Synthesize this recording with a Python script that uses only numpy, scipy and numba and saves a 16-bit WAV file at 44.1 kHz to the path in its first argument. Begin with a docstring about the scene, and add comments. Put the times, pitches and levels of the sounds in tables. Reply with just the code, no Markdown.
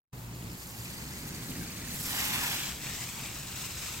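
"""A garden lawn, watered by a hose with a fan nozzle and heard from just behind the hand.
Under a fine, centred sizzle the long jet lands far off, swings down to splash and gurgle in a sodden
patch at the feet, then opens into a soft fan on the near grass. Drops tick and throw fine spray among
ringing bubbles; the water drums on the soil over a low hum and light wind on the microphone."""
import sys
import numpy as np
from scipy import signal
from scipy.fft import rfft, irfft
from scipy.io import wavfile
from scipy.ndimage import uniform_filter1d, map_coordinates
from numba import njit

SR = 44100
rng = np.random.default_rng(int(sys.argv[2]) if len(sys.argv) > 2 else 0)


def to_wav(s):
    """Save 16-bit WAV."""
    ch = np.atleast_2d(s).T  # columns
    pcm = np.round(np.clip(ch, -1, 1) * 32767)  # PCM
    wavfile.write(sys.argv[1], SR, pcm.astype(np.int16))


N = 176400
TIME = np.arange(N) / SR
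TOP_HZ = 15900  # top of the bubble range and of the whole mix


def undb(db):
    """Decibels to gain."""
    return 10 ** (np.asarray(db) / 20)


def unit(x):
    """Scale to rms 1."""
    return x / np.sqrt(np.mean(x ** 2))


def fader(rows):
    """Ride the gain along (t/s, level/dB) points, with a 0.1 s fade beyond each end."""
    t, db = np.array(rows).T
    fades = np.interp(TIME, [t[0] - .1, t[0], t[-1], t[-1] + .1], [0, 1, 1, 0])
    return undb(np.interp(TIME, t, db)) * fades


def surge(peak_s, width_s):
    """A bell-shaped swell of gain."""
    return np.exp(-((TIME - peak_s) / width_s) ** 2)


def equalise(x, curve, depth=1):
    """EQ along (f/Hz, gain/dB) points; depth scales the decibels."""
    hz, db = np.array(curve).T
    f = np.arange(N // 2 + 1) * SR / N
    return irfft(rfft(x) * undb(depth * np.interp(np.log(f + 1), np.log(hz), db)), N)


def wobble(rate_hz):
    """Slow random modulation: sample and hold, slewed twice."""
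    hold = int(SR / rate_hz)
    steps = np.repeat(rng.standard_normal(N // hold + 1), hold)
    return unit(uniform_filter1d(uniform_filter1d(steps, hold), hold)[:N])


def stereo_noise(side_db):
    """White noise whose side level sets its width."""
    mid, side = rng.standard_normal((2, N))
    return mid + undb(side_db) * side * np.array([[1], [-1]])


def place(x, eq, pan, levels):
    """Channel strip: EQ, pan by frequency, then fader."""
    panned = equalise(equalise(x, eq), pan, depth=np.array([[.5], [-.5]]))
    return unit(panned) * fader(levels)


# Bearing of the landing spot: t/s, lag of the left microphone/ms
BEARING_LAG = [(.45, .25), (.7, .17), (1.2, .16), (1.55, .09), (1.82, .08), (2.05, .145), (2.5, .145),
               (2.8, -.03), (3.15, 0), (3.45, -.03), (3.8, 0)]

def landings(per_s, scatter_db, spread_ms, centred=False):
    """Random hits, at the landing spot or centred in stereo: sample per side, size, 0-1 pitch draw."""
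    when, strength, angle, polarity, pitch = rng.random((int(per_s * N / SR), 5)).T
    bearing_ms = 0 if centred else np.interp(when * N / SR, *np.array(BEARING_LAG).T)
    lag = (bearing_ms + spread_ms * np.log(angle / (1 - angle))) * SR / 1000
    at = np.round(when * N + np.array([lag, -lag]) / 2).astype(np.int64) % N
    size = undb(scatter_db * np.minimum(-np.log(1 - strength), 5))  # many soft, a few hard
    return at, np.sign(polarity - .5) * size, pitch


@njit
def ring(at, hz, size):
    """Each bubble is a damped sine that glides upward."""
    decay_cycles, rise = 9.8, 0.08  # rise: share of the pitch gained in three decay times
    out = np.zeros(N)
    for k in range(len(at)):
        life = decay_cycles * SR / hz[k]
        phase = 0.
        for i in range(min(int(4 * life), N - at[k])):
            phase += 2 * np.pi * hz[k] / SR * (1 + rise * i / (3 * life))
            out[at[k] + i] += size[k] * np.exp(-i / life) * np.sin(phase)
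    return out


def bubbles(at, hz, size):
    """Air pockets ring; small ones pack the energy of large ones into a shorter ping."""
    return unit(np.array([ring(side, hz, size * np.sqrt(hz)) for side in at]))


def patter(drops_per_s, scatter_db, spray_db, bubble_db, bubbles_per_s, spread_ms, flutter_db,
           centred=False):
    """Drops tick, each trailing a puff of fine spray, among bubbles; the flow flutters."""
    spray_decay_s, largest_bubble_hz = 0.0078, 710
    at, size, _ = landings(drops_per_s, scatter_db, spread_ms, centred)
    ticks = np.array([np.bincount(side, size, N) for side in at])
    puff_power = signal.lfilter([1], [1, -np.exp(-1 / (spray_decay_s * SR))], ticks ** 2)
    spray = unit(np.sqrt(puff_power) * rng.standard_normal((2, N)))
    at, size, pitch = landings(bubbles_per_s, scatter_db=2.5, spread_ms=spread_ms, centred=centred)
    pings = bubbles(at, largest_bubble_hz + (TOP_HZ - largest_bubble_hz) * pitch, size)
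    flutter = undb(flutter_db * wobble(70))
    return (unit(ticks) + undb(spray_db) * spray + undb(bubble_db) * pings) * flutter


# Tone of the wind rumble and of the garden bed: f/Hz, level/dB
WIND_EQ = [(15, -9), (35, -13.5), (65, 3), (95, -2), (135, 2.5), (190, -7.5), (350, -11.5), (700, -19),
           (2000, -56)]
GARDEN_EQ = [(100, -30), (400, -2), (570, -7.5), (900, 5), (1700, -3.5), (3500, -8.5), (8000, -27),
             (16000, -6)]

def air():
    """Light wind buffets the microphone over the faint wash of the garden."""
    wind_db, garden_db = -47, -51.5
    rumble = equalise(stereo_noise(side_db=-14.5), WIND_EQ)
    wind = unit(rumble * undb(0.71 * wobble(11)))
    garden = unit(equalise(stereo_noise(side_db=-1.5), GARDEN_EQ))
    return undb(wind_db) * wind + undb(garden_db) * garden


# Pan shared by the jet, sizzle and splash: f/Hz, left minus right/dB
SHARED_PAN = [(500, -1), (1100, 2), (2200, 2), (4800, -3), (6500, -2), (8200, 5.5), (9800, -2.5),
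              (12000, -3), (16000, -1)]
# Tone of the jet on the far lawn: f/Hz, level/dB
JET_EQ = [(300, -3), (600, -4.5), (1000, -5), (1750, 0.5), (3300, -1), (5000, -2.5), (6200, -2), (7500, -3),
          (8400, -1), (9600, -15), (10600, -23), (11800, -35), (16000, -14.5)]
# Its fader ride: t/s, level/dB
JET_LEVEL = [(.13, -56), (.5, -50.5), (.7, -50), (.88, -45), (1.05, -45.5), (1.4, -44.5), (1.82, -44),
             (2.0, -42.5), (2.3, -50)]
# Accent as it sweeps over leaves: t/s, level/dB, decay/s
LEAF_SPATTERS = [(0.616, -48, 0.011)]

def long_jet():
    """Dense, fine patter from the far lawn, with a spatter where it crosses leaves."""
    drops = patter(drops_per_s=5900, scatter_db=1.5, spray_db=0.5, bubble_db=1.0,
                   bubbles_per_s=1900, spread_ms=0.018, flutter_db=0.53)
    for start, db, decay in LEAF_SPATTERS:
        jet_db = np.interp(start, *np.array(JET_LEVEL).T)
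        accent = (TIME > start) * np.exp(-np.abs(TIME - start) / decay)
        drops = drops * (1 + undb(db - jet_db) * accent)
    return place(drops, JET_EQ, SHARED_PAN, JET_LEVEL)


# Bright tone of the sizzle: f/Hz, level/dB
SIZZLE_EQ = [(1500, -28), (3400, -3.5), (4400, -1.5), (5500, 4.5), (6300, -0.5), (7400, 6), (9300, -1),
             (10500, 2), (11600, 4.5), (14200, 3.5), (16000, -1.5)]
# Its fader ride: t/s, level/dB
SIZZLE_LEVEL = [(.13, -57.5), (.57, -53), (.615, -47.5), (.72, -48), (.9, -48), (1.1, -49.5), (1.83, -49),
                (2.02, -37.5), (2.18, -37), (2.42, -38), (2.55, -40.5), (2.8, -53), (4.0, -51)]

def sizzle():
    """A fine, bright sizzle, narrow and centred in the stereo image."""
    grains = patter(drops_per_s=13000, scatter_db=0.5, spray_db=-20, bubble_db=-4,
                    bubbles_per_s=2300, spread_ms=0.002, flutter_db=1.65, centred=True)
    return place(grains, SIZZLE_EQ, SHARED_PAN, SIZZLE_LEVEL)


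# Dull tone of water hitting soil: f/Hz, level/dB
SOIL_EQ = [(40, -11.5), (100, -1.5), (175, 1), (280, -3), (400, -12.5), (600, -21.5), (1500, -29)]
# Its fader ride: t/s, level/dB
SOIL_LEVEL = [(.13, -53), (.52, -47.5), (.7, -57.5), (1.0, -47), (1.42, -45), (1.56, -44.5), (1.78, -45),
              (1.97, -45.5), (2.38, -43.5), (2.7, -50.5), (2.98, -51), (4.0, -54)]
# Heavier slugs on top: peak t/s, half-width/s, level/dB
SOIL_THUDS = [(1.365, .05, -52), (1.515, 0.021, -45.5), (1.605, .045, -43), (1.96, .04, -51)]

def drumming():
    """Slugs of water thud on the soil, a few of them heavier."""
    at, size, _ = landings(per_s=900, scatter_db=2.0, spread_ms=.13)
    hits = np.array([np.bincount(side, size, N) for side in at])
    accents = sum(undb(db) * surge(peak, width) for peak, width, db in SOIL_THUDS)
    return unit(equalise(hits, SOIL_EQ)) * (fader(SOIL_LEVEL) + accents)


# Harmonics of the hum, fundamental first: level/dB
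HUM_HARMONICS = [-7.5, 1, -6, -14.5]
# Its fader ride: t/s, level/dB
HUM_LEVEL = [(.13, -49), (.3, -45.5), (.47, -40), (.54, -40.5), (.61, -61), (.8, -43.5), (1.05, -57),
             (1.25, -56)]

def hum():
    """A wavering low hum that dies away as the nozzle turns."""
    pitch_hz = 59.4 * (1 + 0.017 * wobble(13.3))
    phase = 2 * np.pi * np.cumsum(pitch_hz) / SR
    tone = sum(undb(db + 1.9 * wobble(14.1)) * np.sin(k * phase + 2 * np.pi * rng.random())
               for k, db in enumerate(HUM_HARMONICS, 1))
    return unit(tone) * fader(HUM_LEVEL)


# Tone of the jet swung steeply into the sodden patch: f/Hz, level/dB
SPLASH_EQ = [(300, -15), (600, -6), (850, -2), (1300, -1.5), (2200, 2), (3500, 1), (5000, -3), (6300, -3),
             (8100, -5), (9500, -12), (10300, -15), (11600, -6), (14000, -8.5), (16000, -12.5)]
# Its fader ride: t/s, level/dB
SPLASH_LEVEL = [(1.85, -62), (1.98, -51), (2.08, -38.5), (2.19, -33), (2.42, -33.5), (2.53, -34),
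                (2.7, -45.5), (2.8, -60)]

def splash():
    """The jet hits standing water close by."""
    drops = patter(drops_per_s=8000, scatter_db=2.5, spray_db=-1.0, bubble_db=-5.5,
                   bubbles_per_s=2000, spread_ms=0.017, flutter_db=0.74)
    return place(drops, SPLASH_EQ, SHARED_PAN, SPLASH_LEVEL)


# Gulp cues: peak t/s, half-width/s, level/dB, centre f/Hz, pitch range/octaves
GULP_CUES = [(2.2, .09, -46, 1350, .8), (2.41, .11, -45, 930, .55), (2.41, .08, -42.5, 1350, .6),
             (2.34, .14, -41.5, 2300, .8), (2.57, .16, -44, 3000, .55), (2.87, .07, -51, 2100, .5),
             (3.21, .07, -55, 1000, .9), (3.25, .08, -48.5, 2500, .4)]

def gurgle():
    """Water digs into wet ground; each gulp is a short cloud of larger bubbles around one pitch."""
    gulps = 0
    for peak, width, db, hz, octaves in GULP_CUES:
        at, size, pitch = landings(per_s=1400, scatter_db=2.5, spread_ms=0.023)
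        cloud = bubbles(at, hz * 2 ** (octaves * (pitch - .5)), size)
        gulps = gulps + undb(db) * surge(peak, width) * cloud
    return gulps


# Pan of the fan landing to the side: f/Hz, left minus right/dB
FAN_PAN = [(500, 3), (1300, 3), (2600, 0.5), (5000, -1), (8200, 4.5), (10000, 9), (13000, 1), (16000, 0)]
# Its tone: f/Hz, level/dB
FAN_EQ = [(300, -17), (600, -7), (900, -6.5), (1500, -4.5), (1900, -1), (2500, -0.5), (3700, -1.5),
          (6000, -2), (8100, 0.5), (9400, -10), (10600, -17.5), (12000, -7), (16000, -8.5)]
# Its fader ride: t/s, level/dB
FAN_LEVEL = [(2.45, -45), (2.66, -34.5), (2.79, -44.5), (2.85, -37.5), (3.0, -38.5), (3.12, -41),
             (3.24, -40), (3.47, -42.5), (3.61, -38), (3.73, -41), (3.85, -38), (4.0, -39)]

def fan():
    """Separate streams break into coarser drops on the near grass."""
    drops = patter(drops_per_s=6000, scatter_db=1.5, spray_db=-1, bubble_db=-4.0,
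                   bubbles_per_s=2000, spread_ms=.018, flutter_db=1.05)
    return place(drops, FAN_EQ, FAN_PAN, FAN_LEVEL)


# Close bounce, likely off the hand and nozzle, shifting as they turn: t/s, delay/ms
BOUNCE_DELAY = [(.6, .44), (1.95, .46), (2.1, 1.0), (2.5, 1.2), (2.75, 1.25), (2.92, 1.1), (3.15, .87),
                (3.4, .73), (4.0, .8)]
# Its return, left then right: level/dB
BOUNCE_LEVEL = [-17, -11]

def reflect(x):
    """A short, moving echo combs the hiss and makes it sweep like a flanger."""
    delay_ms = np.interp(TIME, *np.array(BOUNCE_DELAY).T)
    read_at = np.arange(N) - delay_ms * SR / 1000
    return np.array([(side + gain * map_coordinates(side, [read_at])) / np.hypot(1, gain)
                     for side, gain in zip(x, undb(BOUNCE_LEVEL))])


def scene():
    """The four hissing layers take the bounce; gurgle, drumming, hum and air stay dry."""
    return reflect(long_jet() + sizzle() + splash() + fan()) + gurgle() + drumming() + hum() + air()


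def record(dry):
    """A gate snaps open out of near silence, and a steep low-pass trims the very top."""
    open_s = 0.1292
    gate = undb(np.interp(TIME, [open_s - .012, open_s + .002], [-56, 0]))
    low_pass = signal.ellip(12, .2, 80, TOP_HZ, fs=SR, output="sos")
    return signal.sosfilt(low_pass, dry * gate)


dry = scene()
out = record(dry)
to_wav(out)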